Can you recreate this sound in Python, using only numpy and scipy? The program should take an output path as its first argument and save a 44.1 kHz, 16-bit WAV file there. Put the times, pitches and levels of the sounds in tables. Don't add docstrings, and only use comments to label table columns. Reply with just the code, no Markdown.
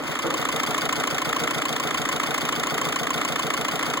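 import sys
import numpy as np
from scipy import signal
from scipy.fft import rfft, irfft
from scipy.io import wavfile

SR = 44100
rng = np.random.default_rng(int(sys.argv[2]) if len(sys.argv) > 2 else 0)


def inscribe(sig):
    pcm = np.round(np.clip(np.atleast_2d(sig).T, -1, 1) * 32767)
    wavfile.write(sys.argv[1], SR, pcm.astype(np.int16))


N = 176400
TIME_S = np.arange(N) / SR
NEAR_ONLY = np.array([[1], [0]])
DETUNE, BLOW_SCATTER_DB = 0.0082, 0.96
TICK_RISE_S, TICK_HOLD_S, TICK_REPEAT = 0.0012, 0.0017, 0.54


def undb(db):
    return 10 ** (np.asarray(db) / 20)


def curve(points):
    return np.interp(TIME_S, *np.array(points, float).T)


def response(points):
    hz, db = np.array(points, float).T
    return undb(np.interp(np.log(np.fft.rfftfreq(N, 1 / SR) + 1), np.log(hz), db))


def colour(x, points):
    return irfft(rfft(x) * response(points), N)


def crank_times(crank, degrees):
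    passes = np.arange(int(crank[-1]) + 1) + degrees / 720
    return np.interp(passes, crank, TIME_S, right=2 * N / SR)


def cyclic_noise(crank, repeat):
    size = int(N / crank[-1]) // 2 * 2
    loop = irfft(np.exp(2j * np.pi * rng.random((2, size // 2 + 1)))) * np.sqrt(size)
    locked = loop[:, (crank % 1 * size).astype(int)]
    return np.sqrt(repeat) * locked + np.sqrt(1 - repeat) * rng.standard_normal((2, N))


def blows(crank, degrees, db, rise_s, decay_s, hold_s=0):
    times = crank_times(crank, degrees)
    current = np.searchsorted(times[1:] - 0.01, TIME_S)
    age_s = TIME_S - times[current]
    strength = undb(db + BLOW_SCATTER_DB * rng.standard_normal(len(times)))
    return strength[current] * np.exp(np.minimum(age_s, 0) / rise_s - np.maximum(age_s - hold_s, 0) / decay_s)


def add_mode(out, start_s, hz, db, swell_s, phases):
    first = int(max(start_s, 0) * SR)
    t = np.arange(first, min(first + int(10 * swell_s * SR), N)) / SR - start_s
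    age = np.maximum(t, 0) / swell_s
    envelope = undb(db) * (age * np.exp(1 - age)) ** 2
    out[:, first:first + len(t)] += envelope * np.sin(2 * np.pi * (hz * t + phases[:, None]))


def ringing_parts(crank, table, scatter_db):
    out = np.zeros((1, N))
    for degrees, hz, db, swell_s in table:
        phase = rng.random(1)
        for start_s in crank_times(crank, degrees):
            force, detune = rng.standard_normal(2)
            add_mode(out, start_s, hz * (1 + DETUNE * detune), db + scatter_db * force, swell_s, phase)
    return out * NEAR_ONLY


# centre in seconds, level in dB, half length in seconds.
MURMURS = [(0.256, -3.5, 0.023), (0.315, -3, 0.059), (1.43, -4.5, 0.033), (2.84, -4.5, 0.024)]
# frequency in Hz, level in dB.
MURMUR_SPECTRUM = [(150, -22), (260, -15.5), (335, -3), (400, -23.5), (470, -5), (650, -16.5),
                   (1200, -15.5), (3000, -73)]


def murmurs():
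    envelope = sum(undb(db) * np.exp(-((TIME_S - at_s) / half_s) ** 2) for at_s, db, half_s in MURMURS)
    return colour(envelope * rng.standard_normal((2, N)), MURMUR_SPECTRUM)


# frequency in Hz, level in dB.
WHIRR_LOW_SPECTRUM = [(20, -48), (45, -28), (75, -22), (100, -56), (135, -21), (190, -21), (220, -20),
                      (280, -19.5), (370, -20.5), (450, -20), (570, -18.5), (750, -21), (1000, -26.5),
                      (2000, -68)]
WHIRR_HIGH_SPECTRUM = [(500, -40.5), (900, -25), (1050, -19.5), (1220, -17), (1400, -20), (1650, -26),
                       (2050, -21.5), (2650, -27), (3000, -25), (3450, -29.5), (4000, -35), (5500, -36.5),
                       (7100, -38), (9000, -42.5), (12000, -50.5), (15000, -45)]


def whirr(crank, low_db, high_db, flutter_db=2.5, flutter_per_s=250):
    count = int(flutter_per_s * N / SR)
    wander = np.interp(np.linspace(0, count - 1, N), np.arange(count), rng.standard_normal(N)[:count])
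    low = colour(cyclic_noise(crank, repeat=0.47), WHIRR_LOW_SPECTRUM)
    high = colour(undb(flutter_db * wander) * cyclic_noise(crank, repeat=0.39), WHIRR_HIGH_SPECTRUM)
    return low * undb(low_db) + high * undb(high_db)


# crank angle in degrees, level in dB, decay in seconds.
RATTLE_BLOWS = [(453, -6.5, 0.014), (556, -9, 0.015)]
# frequency in Hz, level in dB.
RATTLE_SPECTRUM = [(200, -55), (350, -26), (440, -3), (560, -20), (680, -7), (800, -12.5), (1000, -31),
                   (2000, -31)]
# multiple of the firing rate, level in dB.
HUM_HARMONICS = [(1, -78), (2, -49.5), (3, -59), (5, -44), (9, -48), (10, -45)]
# crank angle in degrees, frequency in Hz, level in dB, swell in seconds.
CASING_THUDS = [(0, 428, -33.5, 0.0068), (46.1, 296.4, -26.5, .0074), (141.5, 265, -33, 0.01),
                (230.4, 315, -27.5, 0.0056), (408.7, 233, -29, 0.0047), (411, 340, -30, 0.005),
                (428, 578, -26, 0.0037), (431.5, 150.6, -26, 0.0082), (447, 735, -26, 0.003),
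                (478, 457, -26.5, 0.006), (491.4, 277.6, -32.5, 0.0068), (563, 751, -23.5, 0.0034),
                (596, 430, -30.5, .0055), (609.6, 145, -36, 0.0089), (630, 597, -29.5, 0.0033)]


def casing(crank, rattle_rise_s=0.0025):
    shake = sum(blows(crank, degrees, db, rattle_rise_s, decay_s) for degrees, db, decay_s in RATTLE_BLOWS)
    firings = 4 * crank
    hum = sum(undb(db) * np.sin(2 * np.pi * (k * firings + rng.random())) for k, db in HUM_HARMONICS)
    thuds = ringing_parts(crank, CASING_THUDS, scatter_db=1)
    rattle = colour(shake * cyclic_noise(crank, repeat=0.49), RATTLE_SPECTRUM)
    return thuds + hum * NEAR_ONLY + rattle


# crank angle in degrees, frequency in Hz, level in dB, swell in seconds.
METAL_PINGS = [(2.97, 1830, -23.5, 0.00064), (3, 3580, -27.5, .0009), (14.11, 3396, -23.5, 0.0022),
               (176.8, 7235, -33, 0.0024), (320.4, 3100, -34, .0018), (326, 4600, -35, 0.0016),
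               (362, 3488, -27, 0.0034), (545.5, 3640, -26, 0.0016), (543.5, 1450, -24, 0.0011)]


def pings(crank):
    return ringing_parts(crank, METAL_PINGS, BLOW_SCATTER_DB)


# frequency in Hz, level in dB.
TICK_SPECTRUM = [(700, -39), (1500, -25), (2100, -22), (2650, -15), (3000, -22.5), (3450, -17.5),
                 (4000, -26.5), (4800, -27), (5500, -25.5), (6500, -26.5), (7100, -25), (8000, -29),
                 (9000, -33), (9800, -29.5), (11500, -37.5), (14500, -32.5)]
VALVE_SPECTRUM = [(1000, -58), (2200, -15), (2650, -20), (3200, -16), (3900, -30), (4700, -17), (5500, -28),
                  (9000, -28.5), (12000, -40), (15000, -30)]
SNAP_SPECTRUM = [(3000, -51), (6500, -19), (7200, -7.5), (7700, -11.5), (9000, -51), (15000, -50)]
# crank angle in degrees, level in dB.
INJECTOR_SNAPS = [(9, -5.5), (184, -1), (547, -12)]
# a cylinder's tick angle in degrees, tick level in dB, tick decay in seconds,
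# knock angle in degrees, base knock swell in seconds.
CYLINDER_FIRINGS = [(5, -0.5, 0.0071, 9.5, .002), (181.4, 1, 0.0058, 184, 0.0039),
                    (365.5, -1.5, 0.0076, 364, 0.0038), (547, 0, 0.0056, 561, 0.0047)]


def injectors_and_valve(crank, tick_db=1.66):
    ticks = sum(blows(crank, degrees, tick_db + db, TICK_RISE_S, decay_s, TICK_HOLD_S)
                for degrees, db, decay_s, _, _ in CYLINDER_FIRINGS)
    snaps = sum(blows(crank, degrees, db, TICK_RISE_S / 2, decay_s=0.0023) for degrees, db in INJECTOR_SNAPS)
    taps = blows(crank, degrees=330, db=-1.5, rise_s=TICK_RISE_S, decay_s=0.013, hold_s=TICK_HOLD_S)
    layers = [(ticks, TICK_SPECTRUM), (snaps, SNAP_SPECTRUM), (taps, VALVE_SPECTRUM)]
    return sum(colour(envelope * cyclic_noise(crank, TICK_REPEAT), tone) for envelope, tone in layers)


# frequency in Hz, factor on the swell time, level in dB for each of cylinders 1 to 4.
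BLOCK_MODES = [(812, 1.7, -38, -43, -33, -32.5), (1066.6, 0.87, -23.5, -14.5, -40, -40),
               (1184, 1.3, -34, -51, -31, -52), (1262, 0.88, -17, -47, -51, -52),
               (1351, 0.87, -46, -40, -51, -23.5), (1471, 0.78, -22, -34, -24.5, -26.5),
               (1741, 1.2, -20, -29, -36, -39), (1953, 0.92, -35, -40, -31.5, -33),
               (2091, 1.17, -17.5, -25, -27, -33.5), (3023, 1.58, -26, -24, -35, -31.5)]
KNOCK_DB, KNOCK_FAR_DB = -2, -17.5
KNOCK_SCATTER_DB, MODE_SCATTER_DB, KNOCK_JITTER_S = 0.77, 1.06, 0.00013


def knocks(crank):
    out = np.zeros((2, N))
    for cylinder, (_, _, _, degrees, swell_s) in enumerate(CYLINDER_FIRINGS):
        mode_phases = rng.random((len(BLOCK_MODES), 2))
        for due_s in crank_times(crank, degrees):
            late, force = rng.standard_normal(2)
            start_s = due_s + KNOCK_JITTER_S * late
            for (hz, stretch, *levels_db), phases in zip(BLOCK_MODES, mode_phases):
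                detune, scatter = rng.standard_normal(2)
                db = KNOCK_DB + levels_db[cylinder] + KNOCK_SCATTER_DB * force + MODE_SCATTER_DB * scatter
                add_mode(out, start_s, hz * (1 + DETUNE * detune), db, swell_s * stretch, phases)
    return out * undb([[0], [KNOCK_FAR_DB]])


# time in seconds, engine speed in rpm.
SPEED_RPM = [(0.0, 791.08), (0.2, 789.27), (0.42, 819.67), (0.8, 819.86), (1.1, 823.79), (1.8, 828.0),
             (2.6, 826.35), (3.3, 829.24), (4.0, 831.28)]
# time in seconds, level in dB.
FIRING_DB = [(0, -25.5), (.08, -3.5), (.17, -5), (.32, -2), (.48, -1), (.85, 0.5), (1.3, -0.5),
             (2.1, -0.25), (3.4, -0.7), (4, -1)]
BODY_DB = [(0, 0), (.2, -5), (.45, 0), (2, -0.5), (4, -.5)]


def scene():
    crank = np.cumsum(curve(SPEED_RPM)) / (120 * SR)
    firing_db, body_db = curve(FIRING_DB), curve(BODY_DB)
    firings = (knocks(crank) + injectors_and_valve(crank) + pings(crank)) * undb(firing_db)
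    body = casing(crank) * undb(body_db)
    return firings + body + whirr(crank, low_db=body_db, high_db=0.13 * firing_db) + murmurs()


# frequency in Hz, gain in dB.
FAR_PORT_EQ = [(200, -4), (1000, -6), (7500, -7), (9500, -1)]
MID_BASS_LIFT = [(30, 22), (60, 11.5), (125, 14.5), (250, 19.5), (500, 9), (1000, 4), (1500, -0.5),
                 (2000, -0.5)]
PORT_LAG_S, LOWPASS_HZ = 16 / SR, 15800


def record(dry):
    far_gain = response(FAR_PORT_EQ)
    near, far = rfft(dry[0]), rfft(dry[1]) * far_gain
    delay = np.exp(-2j * np.pi * np.fft.rfftfreq(N, 1 / SR) * PORT_LAG_S)
    mid_gain, side_gain = (1 - delay) * response(MID_BASS_LIFT), 1 + delay
    norm = np.sqrt((abs(mid_gain) ** 2 + abs(side_gain) ** 2) * (1 + far_gain ** 2))
    mid = irfft((near + far) * mid_gain / norm, N)
    side = irfft((near - far) * side_gain / norm, N)
    lowpass = signal.ellip(10, .2, 70, LOWPASS_HZ, fs=SR, output="sos")
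    return signal.sosfilt(lowpass, np.array([mid + side, mid - side]))


dry = scene()
out = record(dry)
inscribe(out)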